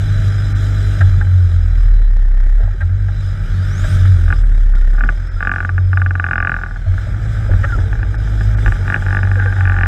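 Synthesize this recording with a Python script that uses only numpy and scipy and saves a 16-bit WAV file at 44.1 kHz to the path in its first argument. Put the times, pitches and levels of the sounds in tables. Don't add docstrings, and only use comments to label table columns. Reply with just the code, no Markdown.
import sys
import numpy as np
from scipy import signal
from scipy.fft import rfft, irfft, next_fast_len
from scipy.io import wavfile
from scipy.ndimage import uniform_filter1d, minimum_filter1d

SR = 44100
rng = np.random.default_rng(int(sys.argv[2]) if len(sys.argv) > 2 else 0)


def linear_from_db(decibels):
    return 10 ** (np.asarray(decibels, float) / 20)


def bounce(signal):
    frames = np.transpose(np.atleast_2d(signal))
    limited = np.clip(frames, -1, 1)
    pcm = np.round(limited * 32767).astype(np.int16)
    wavfile.write(sys.argv[1], SR, pcm)


N = 435266

# time in seconds, load in dB.
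LOAD = [(0, -0.8), (2.58, 1.7), (2.76, -15), (2.93, 1.5), (3.23, -9.5), (3.55, -10.5), (3.74, -16.5),
        (4.05, -0.5), (4.9, 1.7), (5.44, -17), (5.86, -2.5), (6.3, -21.5), (6.8, -8.5), (7.4, -2), (8.5, 3),
        (8.9, -5), (9.3, 0), (9.87, -17)]
# Hz, level in dB struck low on the mount,
# level in dB struck high on it, time to fall 60 dB in seconds.
HOUSING = [(165, -18.5, -15.5, 0.041), (240, -19.5, -16.5, 0.028), (333, -22.5, -17, 0.038),
           (706, -19, -19, 0.033), (819, -18.5, -14, 0.028), (950, -27.5, -24, 0.034),
           (1178, -15, -16.5, 0.097), (1450, -1, -4, 0.024), (1622, 1, 1.5, 0.015), (1792, -5, -1.5, 0.02),
           (2050, -15.5, -17.5, .02), (2418, -11.5, -9, 0.015), (2825, -23, -18.5, .012)]
USUAL_HZ = 47
USUAL_INTAKE_DB = -50


def evened(x):
    return x / np.sqrt(np.mean(x ** 2) + 1e-20)


def columns(rows):
    s, *values = np.transpose(rows)
    return [np.interp(np.arange(N) / SR, s, v) for v in values]


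def add(mix, s, sound):
    part = mix[round(s * SR):][:len(sound)]
    part += sound[:len(part)]


def resonate(x, hz, width):
    turn = np.exp(2j * np.pi * np.cumsum(hz * np.ones(len(x))) / SR)
    r = np.exp(-np.pi * width / SR)
    return 2 * (turn * signal.lfilter([1 - r], [1, -r], x / turn)).real


def resonate_twice(x, hz, width):
    return resonate(resonate(x, hz, width), hz, width)


def coloured(x, points):
    hz, db = np.transpose(points)
    size = next_fast_len(N)
    log_hz = np.log(np.fft.rfftfreq(size, 1 / SR) + 1)
    gain = linear_from_db(np.interp(log_hz, np.log(hz), db, -120, -120))
    return evened(irfft(rfft(x, size) * gain, size)[:N])


def drift(rate_hz):
    return evened(resonate_twice(rng.standard_normal(N), 0, rate_hz))


def mottled(x):
    z = signal.stft(x, nperseg=512, noverlap=384)[2]
    patches = uniform_filter1d(rng.standard_normal(z.shape[::-1]), size=12, axis=0)
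    patches = uniform_filter1d(patches, size=3, axis=1)
    swell_db = 2.2 * evened(patches).T - .6
    return signal.istft(z * linear_from_db(swell_db), nperseg=512, noverlap=384)[1][:N]


def glide(rows, width, clean):
    hz, db = columns(rows)
    t = np.arange(N) / SR
    fuzz = evened(resonate_twice(rng.standard_normal(N), hz, width))
    tone = clean * np.sin(2 * np.pi * np.cumsum(hz) / SR) + fuzz
    return linear_from_db(db) * evened(tone) * (t > rows[0][0]) * (t < rows[-1][0])


def surge():
    # time in seconds, intake level in dB.
    intake = [(0, -44.5), (1.01, -44), (1.29, -50.5), (1.84, -52), (2.09, -59), (3.08, -54.5),
              (3.95, -39.5), (3.98, -42.5), (4.62, -55.5), (5.39, -51.5), (5.99, -55), (6.24, -56),
              (6.74, -55.5), (7.01, -49.5), (7.56, -47), (7.94, -51), (8.69, -46), (9.87, -53)]
    return columns(intake)[0] - USUAL_INTAKE_DB


def loosened():
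    return np.clip((np.arange(N) / SR - 6.85) / 0.083, 0, 1)


def gear_whines():
    # time in seconds, Hz, level in dB.
    whines = [
        [(5.2, 5370, -72), (5.3, 5230, -54), (5.42, 5000, -64), (5.6, 5120, -73), (5.9, 5070, -57),
         (6.05, 5050, -70)],
        [(6.55, 4260, -80), (6.8, 4200, -63.5), (7.1, 4167, -66)],
        [(7.0, 7680, -71), (7.55, 7666, -63), (7.85, 7670, -61)],
        [(0, 3945, -50.5), (1.1, 4000, -52.5), (1.6, 3970, -63), (2.0, 3940, -56.5), (2.2, 3890, -67),
         (3.05, 3930, -64), (3.16, 3970, -53), (3.45, 3840, -61), (4.2, 3840, -74)],
        [(0, 6800, -64), (.6, 7120, -68), (1.2, 7000, -65)],
    ]
    return sum(glide(rows, 45, .3) for rows in whines)


def turbine_whistle():
    # time in seconds, Hz, level in dB.
    whistle = [(3.5, 4100, -63), (3.58, 4500, -55), (3.69, 5300, -50), (3.82, 7100, -43.5),
               (3.955, 9400, -54), (3.98, 9250, -67), (4.2, 8900, -62), (4.4, 8400, -64), (4.65, 7700, -71)]
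    return glide(whistle, 310, .4)


def squeaks():
    # time in seconds, Hz, level in dB.
    curves = [
        [(7.67, 1610, -38), (7.69, 1550, -26), (7.72, 1460, -23), (7.74, 1390, -27), (7.765, 1280, -36)],
        [(9.36, 1600, -43), (9.4, 1580, -28), (9.44, 1540, -37), (9.475, 1590, -24), (9.505, 1590, -31),
         (9.525, 1600, -35)],
    ]
    return sum(glide(rows, 70, 1.6) for rows in curves)


def chatter_hum():
    # time in seconds, Hz, level in dB.
    buzz = [(8.8, 840, -42.5), (8.9, 850, -48), (9.4, 805, -47), (9.95, 803, -33)]
    # time in seconds, Hz, level in dB.
    plate = [(8.8, 1560, -48), (8.95, 1550, -32), (9.03, 1480, -48), (9.12, 1580, -36), (9.3, 1610, -60),
             (9.4, 1530, -26.5), (9.5, 1540, -37.5), (9.62, 1525, -30.5), (9.95, 1620, -31.5)]
    return glide(buzz, 90, 0) + glide(plate, 300, 0)


def shell():
    # Hz, width in Hz, level in dB.
    modes = [(38.2, 7.9, -2.5), (91.34, 6.15, -1.5), (149, 21, -16)]
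    # time in seconds, low mode in dB, high mode in dB.
    bumps = [(1.022, -18, -25), (1.207, -23, -9), (2.62, -19, 0), (2.951, -12, -45), (3.853, -30, -32),
             (5.33, 3.5, -32), (6.861, 0, 5), (7.002, -26, -21), (7.493, 3.5, 5.5), (7.782, -7, 6),
             (8.098, -23, -26), (8.651, 4, -3)]
    # time in seconds, road shake in dB.
    ground = [(0, -14), (.88, -39), (1.03, -11), (1.3, -19), (2.01, -26), (2.55, -39), (2.8, -24.5),
              (3.4, -21.5), (4, -13.5), (4.45, -22.5), (4.95, -37), (6, -25.5), (6.7, -29.5), (7.1, -21.5),
              (8.5, -23.5), (9.87, -22)]
    road = rng.standard_normal(N)
    hum = sum(linear_from_db(db) * evened(resonate(resonate(road, hz, w), hz, 2 * w)) for hz, w, db in modes)
    out = linear_from_db(columns(ground)[0]) * hum
    t = np.arange(SR // 2) / SR
    for s, *dbs in bumps:
        for db, (hz, width, _) in zip(dbs, modes):
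            swell = (1 - np.exp(-t / 0.06)) * np.exp(-np.pi * width * t)
            add(out, s, linear_from_db(db) * swell * np.sin(2 * np.pi * hz * t))
    return out


def thuds():
    # start in seconds, Hz, peak in dB, time to fall 60 dB in seconds.
    blows = [(.97, 600, -36, 0.067), (1.199, 328, -36, 0.044), (2.6, 393, -28, 0.038),
             (4.301, 240, -23, 0.025), (5.029, 209, -27, 0.13), (4.763, 1416, -27, .05),
             (4.82, 1450, -32, 0.059), (5.284, 1545, -29.5, 0.046), (5.362, 1370, -33, 0.1),
             (2.0, 414, -31, 0.038), (2.738, 327, -33.5, 0.061), (6.86, 645, -27.5, 0.047),
             (7.065, 620, -24, 0.037), (7.49, 477, -16.5, 0.035), (7.509, 338, -23, 0.045),
             (7.638, 568, -16.5, 0.036), (7.636, 1900, -21, 0.05), (7.636, 1200, -20, 0.044),
             (7.645, 800, -27, .03), (7.747, 400, -21, 0.028), (7.774, 312, -19, 0.041),
             (7.857, 390, -29, 0.048), (8.622, 352, -19, 0.021), (8.653, 328, -32, 0.15),
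             (8.792, 415, -29, 0.046), (9.363, 450, -32, 0.15), (9.45, 450, -27.5, 0.11)]
    sag, sag_s, jolt_s = .25, .015, .013
    out, jolts = np.zeros(N), np.zeros(N)
    t = np.arange(SR // 2) / SR
    for s, hz, db, t60 in blows:
        low = hz < 540
        bent_t = t - low * sag * sag_s * np.exp(-t / sag_s)
        swell = linear_from_db(db + 9.0 - 60 * t / t60) * (1 - np.exp(-(t / 0.0073) ** 2))
        add(out, s, swell * np.sin(2 * np.pi * hz * bent_t))
        add(jolts, s, low * linear_from_db(db - 12.5) * t / jolt_s * np.exp(1 - t / jolt_s))
    rumble = coloured(rng.standard_normal(N), [(120, -11.5), (200, 6.5), (500, -6), (900, -9), (1050, -24.5)])
    return out + jolts * rumble


def clunks():
    # start in seconds, peak in dB, brightness in dB an octave, length in seconds.
    clusters = [
        (1.006, -11, 0, 0.013),
        (1.207, -16, -3, 0.009),
        (1.268, -31, 8, 0.0022),
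        (2.566, -30, -10, 0.089),
        (2.676, -29, -8, 0.0033),
        (2.723, -36, -4, 0.0024),
        (2.803, -20, 2, 0.017),
        (3.085, -25, -2, 0.0042),
        (3.84, -18.5, -5.5, 0.0092),
        (7.632, -11, 5, 0.015),
    ]
    # Hz, width in Hz, level in dB.
    chassis = [(640, 126, -3), (822, 32, -1), (1370, 73, 4), (1620, 120, 6.5), (1792, 96, 1.5),
               (2120, 320, -26.5)]
    out, t = np.zeros(N), np.arange(4000) / SR
    for s, peak_db, bright_db, length in clusters:
        c = rng.standard_normal(len(t))
        contacts = c * abs(c) * (t / length) * np.exp(-(t / length) ** 2)
        sound = sum(linear_from_db(db + bright_db * np.log2(hz / 1500)) * resonate(resonate(contacts, hz, w), hz, 2 * w)
                    for hz, w, db in chassis)
        add(out, s - .002, linear_from_db(peak_db) * sound / abs(sound).max())
    return out


def ticks(turns, rate):
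    at = np.flatnonzero(np.diff(np.floor(turns + 0.81)))
    taps = np.zeros(N)
    taps[at] = linear_from_db(2.4 * rng.standard_normal(len(at)))
    t = np.arange(300) / SR
    parts = [(760, 3.0, 0.00035), (1790, -9.5, 0.00037), (3220, -13.5, 0.00013),
             (4630, -11.0, 0.0003), (2600, -13.5, 0.0001)]
    tick = sum(linear_from_db(db) * np.sin(2 * np.pi * hz * t) * t / s * np.exp(1 - t / s) for hz, db, s in parts)
    faster_hz = rate - USUAL_HZ
    tick_db = -54 - 1.4 * faster_hz - 0.42 * columns(LOAD)[0] + 7 * loosened()
    snap = np.exp(-((t - .001) / .00005) ** 2) - np.exp(-((t - .001) / .0004) ** 2) / 8
    snap_db = -56 - 1.3 * faster_hz
    snaps = signal.oaconvolve(linear_from_db(snap_db) * taps, snap / abs(snap).max())[:N]
    return signal.oaconvolve(linear_from_db(tick_db) * taps, tick)[:N] + snaps


def clatter(turns, rate, mount):
    # Hz, dB per Hz.
    rumble_points = [(74, -12), (125, -9.5), (146, -14), (244, -26), (366, -26), (415, -35.5), (462, -29.5),
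                     (652, -29), (713, -35.5), (809, -31), (1080, -44), (1400, -87), (2380, -120)]
    body_points = [(590, -41.5), (1000, -43), (1070, -47.5), (1150, 4), (1330, 8.5), (1560, 11), (2040, 0),
                   (2410, -2), (2590, -13.5), (2900, -36), (3770, -38.5), (6380, -120)]
    hiss_points = [(1530, -38.5), (2600, -2.5), (3160, 5.5), (3720, 5), (3890, 3.5), (4100, 0), (4160, -12),
                   (4340, -6.5), (4530, -8.5), (5010, 3), (5450, -2.5), (8020, -6), (9200, -26.5),
                   (12000, -58.5), (20200, -120)]
    air_points = [(5000, -27), (8500, -1.5), (9090, -6.5), (11100, -6.5), (12200, -9), (13500, -12),
                  (15100, -12.5)]
    # Hz, width in Hz, level in dB.
    hums = [(3970, 93, -21), (5077, 110, -11.5), (7190, 50, -25.5)]
    dropouts = [.54, 4.44, 4.737, 5.3, 5.5, 8.17, 8.56]
    slowness = (47 / rate) ** 3.5
    strength = linear_from_db(2.5 * rng.standard_normal(int(turns[-1]) + 1))[(turns - .88).astype(int)]
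    puff = slowness * strength * np.exp(-(((turns + .12) % 1) / .45) ** 2)

    def band(points, depth):
        swell = (1 + depth * puff) / (1 + 0.19 * depth * slowness)
        return coloured(swell * rng.standard_normal(N), points)

    rumble, body = band(rumble_points, .5), band(body_points, .6)
    hiss, air = band(hiss_points, .25), band(air_points, .2)
    noise = rng.standard_normal(N)
    for hz, width, db in hums:
        hiss = hiss + linear_from_db(db + 3.0 * drift(8.6)) * evened(resonate_twice(noise, hz, width))

    shaken = np.sqrt(abs(resonate(mount ** 2, 0, 1 / (np.pi * 0.011))))
    rumble_db = -34.5 + 0.58 * surge() + 0.094 * columns(LOAD)[0] + 3 * loosened()
    low = (linear_from_db(rumble_db) + linear_from_db(-19.5) * shaken) * rumble
    body_db = -40.5 + 0.8 * surge() + 1.5 * loosened() + 0.23 * np.minimum(rate - 40, 0)
    lug_db = -57 - (rate - USUAL_HZ)
    lug = evened((slowness + 1.5 * puff) * resonate_twice(noise, 1826, 240)) / slowness

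    hiss_db = surge() + USUAL_INTAKE_DB
    air_db = 1.1 * surge() - 63.5
    dips = sum(np.exp(-((np.arange(N) / SR - s) / .011) ** 4) for s in dropouts)
    flicker = linear_from_db(1.28 * drift(8.1) - 14 * dips)
    treble = flicker * mottled(linear_from_db(hiss_db) * hiss + linear_from_db(air_db) * air)
    return low + linear_from_db(body_db) * body + linear_from_db(lug_db) * lug + treble


def ring(s, chance_db):
    signs = [1, -1, 1, -1, 1, -1, -1, 1, -1, 1, 1, 1, -1]
    t = np.arange(4000) / SR
    hz, low_db, high_db, t60 = np.transpose(HOUSING)[:, :, None]
    db = (low_db if s < 7.5 else high_db) + chance_db[:, None]
    sound = (np.c_[signs] * linear_from_db(db - 60 * t / t60) * np.sin(2 * np.pi * hz * t)).sum(0)
    sound *= np.sin(np.pi / 2 * np.minimum(t / 0.0013, 1)) ** 2
    add(sound, 0.00477, linear_from_db(-16.5 + 2 * chance_db[0]) * sound)
    return sound / abs(sound).max()


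def knocks():
    # time in seconds, peak in dB.
    mount_blows = [(1.0115, -18), (1.2105, -21), (2.807, -27.5), (4.978, -24), (6.737, -31), (6.9801, -19),
                   (7.5362, -17.5), (7.142, -29), (7.515, -21), (7.591, -29), (7.6397, -20), (7.817, -26.5),
                   (7.836, -31), (7.89, -30), (9.002, -35), (9.44, -21), (9.4815, -21), (9.503, -22),
                   (4.28, -18), (4.3034, -10.0), (4.326, -6), (4.737, -24), (4.948, -23.5), (4.983, -16),
             (5.0084, -8.5), (5.0373, -8), (5.0586, -23), (5.0901, -4.5), (5.4059, -9.5), (5.427, -6.5),
             (5.4502, -10), (5.472, -3), (5.494, -6.5), (5.5159, -3.5), (5.5378, -10), (5.5606, -6.5),
             (5.583, -11.5), (5.604, -7.5), (5.628, -17), (5.649, -8.5), (5.692, -9), (5.78, -10.5),
             (5.931, -9), (5.973, -5), (5.998, -22), (6.0176, -6.5), (6.0424, -37), (6.0618, -7.5),
             (6.1081, -9.5), (6.1533, -9.5), (6.178, -29), (6.198, -4), (6.224, -23), (6.2416, -4.5),
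             (6.2649, -8), (6.287, -11), (6.3111, -4), (6.3326, -4.5), (6.3567, -5.5), (6.38, -4.5),
             (6.4028, -4.5), (6.4264, -5.5), (6.449, -5), (6.4722, -3), (6.4946, -4.5), (6.518, -5),
             (6.5416, -7), (6.565, -9.5), (6.588, -16), (6.6139, -16.5), (6.6355, -10), (6.6619, -17.5),
             (6.685, -26), (6.71, -20), (6.7602, -20.5),
                   (7.697, -30), (7.7218, -19), (7.7879, -20), (7.929, -14), (7.9533, -21), (7.9907, -23),
             (8.0299, -13), (8.143, -18.5), (8.274, -21.5), (8.4093, -15), (8.55, -28), (8.585, -20),
             (8.6613, -5.5), (8.679, -9.5), (8.7217, -9.5), (8.7547, -23.5), (8.858, -23.0),
             (8.8789, -10.5), (8.9009, -5.5), (8.9233, -8), (8.943, -2), (8.9612, -9), (8.981, -25),
             (9.022, -16.5), (9.064, -11.5), (9.0842, -14.5), (9.1067, -11.5), (9.1277, -9.5), (9.148, -8),
             (9.169, -6), (9.1893, -11.5), (9.2099, -26), (9.231, -9.5), (9.251, -17), (9.2725, -15),
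             (9.2936, -25), (9.3148, -10), (9.3343, -21), (9.356, -13), (9.379, -25), (9.399, -12),
             (9.424, -14.5), (9.4595, -10), (9.5253, -12.5), (9.5654, -16), (9.586, -19), (9.608, -9.5),
             (9.6332, -18), (9.6538, -8), (9.675, -8), (9.6971, -6.5), (9.72, -10), (9.742, -13),
             (9.7647, -9.5), (9.7872, -8.5), (9.8103, -7.5), (9.834, -4), (9.8591, -8.5)]
    out = np.zeros(N)
    hz = np.transpose(HOUSING)[0]
    octaves_above = np.maximum(np.log2(hz / 1700), 0)
    octaves_below = np.clip(np.log2(1300 / hz), 0, .7)
    tilt = 1.13 * octaves_above - .5 * octaves_below
    for s, peak_db in mount_blows:
        chance_db = 1.2 * rng.standard_normal(len(HOUSING)) + (peak_db + 5.5) * tilt
        add(out, s - .0013, linear_from_db(peak_db) * ring(s, chance_db))
    lid = resonate(resonate_twice(out, 3700, 650), 3700, 650)
    edge = signal.butter(8, 3150, fs=SR, output="sos")
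    return signal.sosfilt(edge, out) + linear_from_db(7) * lid


def exhaust(turns, rate):
    # multiple of the firing rate, level in dB.
    weak_orders = [(.5, -42), (.75, -33), (1.25, -45), (1.5, -42), (1.75, -28), (2.25, -31), (2.5, -33),
                   (3.25, -44), (3.5, -44), (4, -37), (4.5, -46), (5, -49), (5.5, -47), (6, -41), (7, -49),
                   (8, -52), (8.38, -39), (9, -53), (10, -52), (11, -54), (12, -47), (13.1, -41), (15, -52)]
    # dB at the pipe, share of load and share of intake they follow.
    strong_orders = [(0.85, 0.38, .02), (0.38, 0.79, 0.018), (-22, 0.086, .7)]
    # Hz, level in dB.
    boom = [(37.5, -7.5), (47, -19.5), (53, -15.5), (72, -32.5), (89, -10.5), (110, -21.5), (144, -12),
            (160, -25.5)]
    # lag in turns, boom in Hz, width in Hz.
    lags = [(.063, 52.9, 1.5), (.044, 89.5, 1.2), (0, 148, 20)]
    # time in seconds, first, second and third order in dB.
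    twist = [(0, -6, 2, 5.5), (.95, 1, 0.5, -0.5), (1.2, -15.5, 2, 1.5), (1.7, 0.5, 2, 4),
             (2.3, -2, -2.5, -8.5), (3.1, 0, 1.5, 4.5), (3.77, -1, 4.5, 1), (4.3, -0.5, 4, -2),
             (5.1, -2, -3, -1.5), (5.45, -3.5, -2.5, -10), (5.85, -5.5, 3.5, 5), (6.4, -9.5, 7.5, 7.5),
             (6.8, -5, -12, -4), (7.3, -4, 3.5, 0), (8.1, -3.5, -6, -2), (8.55, 1.5, 1, 0),
             (9.0, -5.5, -2.5, -6.5), (9.7, 1.5, 9, -7)]
    load_db, twist_db = columns(LOAD)[0], columns(twist)
    boom_hz, boom_db = np.transpose(boom)
    strong, weak = 0, 0
    for k, (pipe_db, load_share, intake_share) in enumerate(strong_orders, 1):
        db = pipe_db + twist_db[k - 1] + load_share * load_db + intake_share * surge()
        db = db + np.interp(np.log(k * rate), np.log(boom_hz), boom_db)
        lag, hz, width = lags[k - 1]
        phase = 2 * np.pi * lag - np.arctan((k * rate - hz) / width)
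        strong = strong + linear_from_db(db) * np.cos(k * 2 * np.pi * turns + phase)
    for k, db in weak_orders:
        dulled_db = -3.5 * max(np.log2(k / 2), 0)
        wave = np.sin(2 * np.pi * (k * turns + rng.random()))
        weak = weak + linear_from_db(db + dulled_db + 3.3 * drift(5.8)) * wave
    uneven_db = -7.5 + surge() + 0.41 * load_db
    return np.sqrt(2) * (strong + linear_from_db(uneven_db) * weak)


def scene():
    # time in seconds, firing rate in Hz.
    speed = [(0.0, 49.57), (0.88, 49.5), (1.082, 46.93), (1.584, 42.79), (2.091, 34.7), (2.455, 32.27),
             (2.972, 48.66), (4.036, 46.25), (4.532, 35.59), (4.856, 32.13), (5.321, 44.37), (5.936, 46.13),
             (6.823, 39.89), (6.89, 53.98), (8.728, 51.57), (8.73, 47.53), (9.531, 48.14), (9.87, 43.59)]
    rate = columns(speed)[0]
    turns = np.cumsum(rate) / SR
    mount = knocks()
    tones = gear_whines() + turbine_whistle() + squeaks() + chatter_hum()
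    chassis = shell() + thuds() + clunks()
    engine = ticks(turns, rate) + clatter(turns, rate, mount) + exhaust(turns, rate)
    return (tones + chassis + engine + mount)[None]


def low_pass(x):
    return signal.sosfilt(signal.butter(12, 15260, fs=SR, output="sos"), x)


def record(dry):
    room = np.minimum(.84 / (abs(dry) + 1e-9), 1)
    held = dry * uniform_filter1d(minimum_filter1d(room, size=400), size=400)
    edge = signal.firwin(301, 15150, window=("kaiser", 8), fs=SR)
    padded = np.pad(held, ((0, 0), (150, 150)), "edge")
    return low_pass(signal.oaconvolve(padded, edge[None], "valid"))


dry = scene()
out = record(dry)
bounce(out)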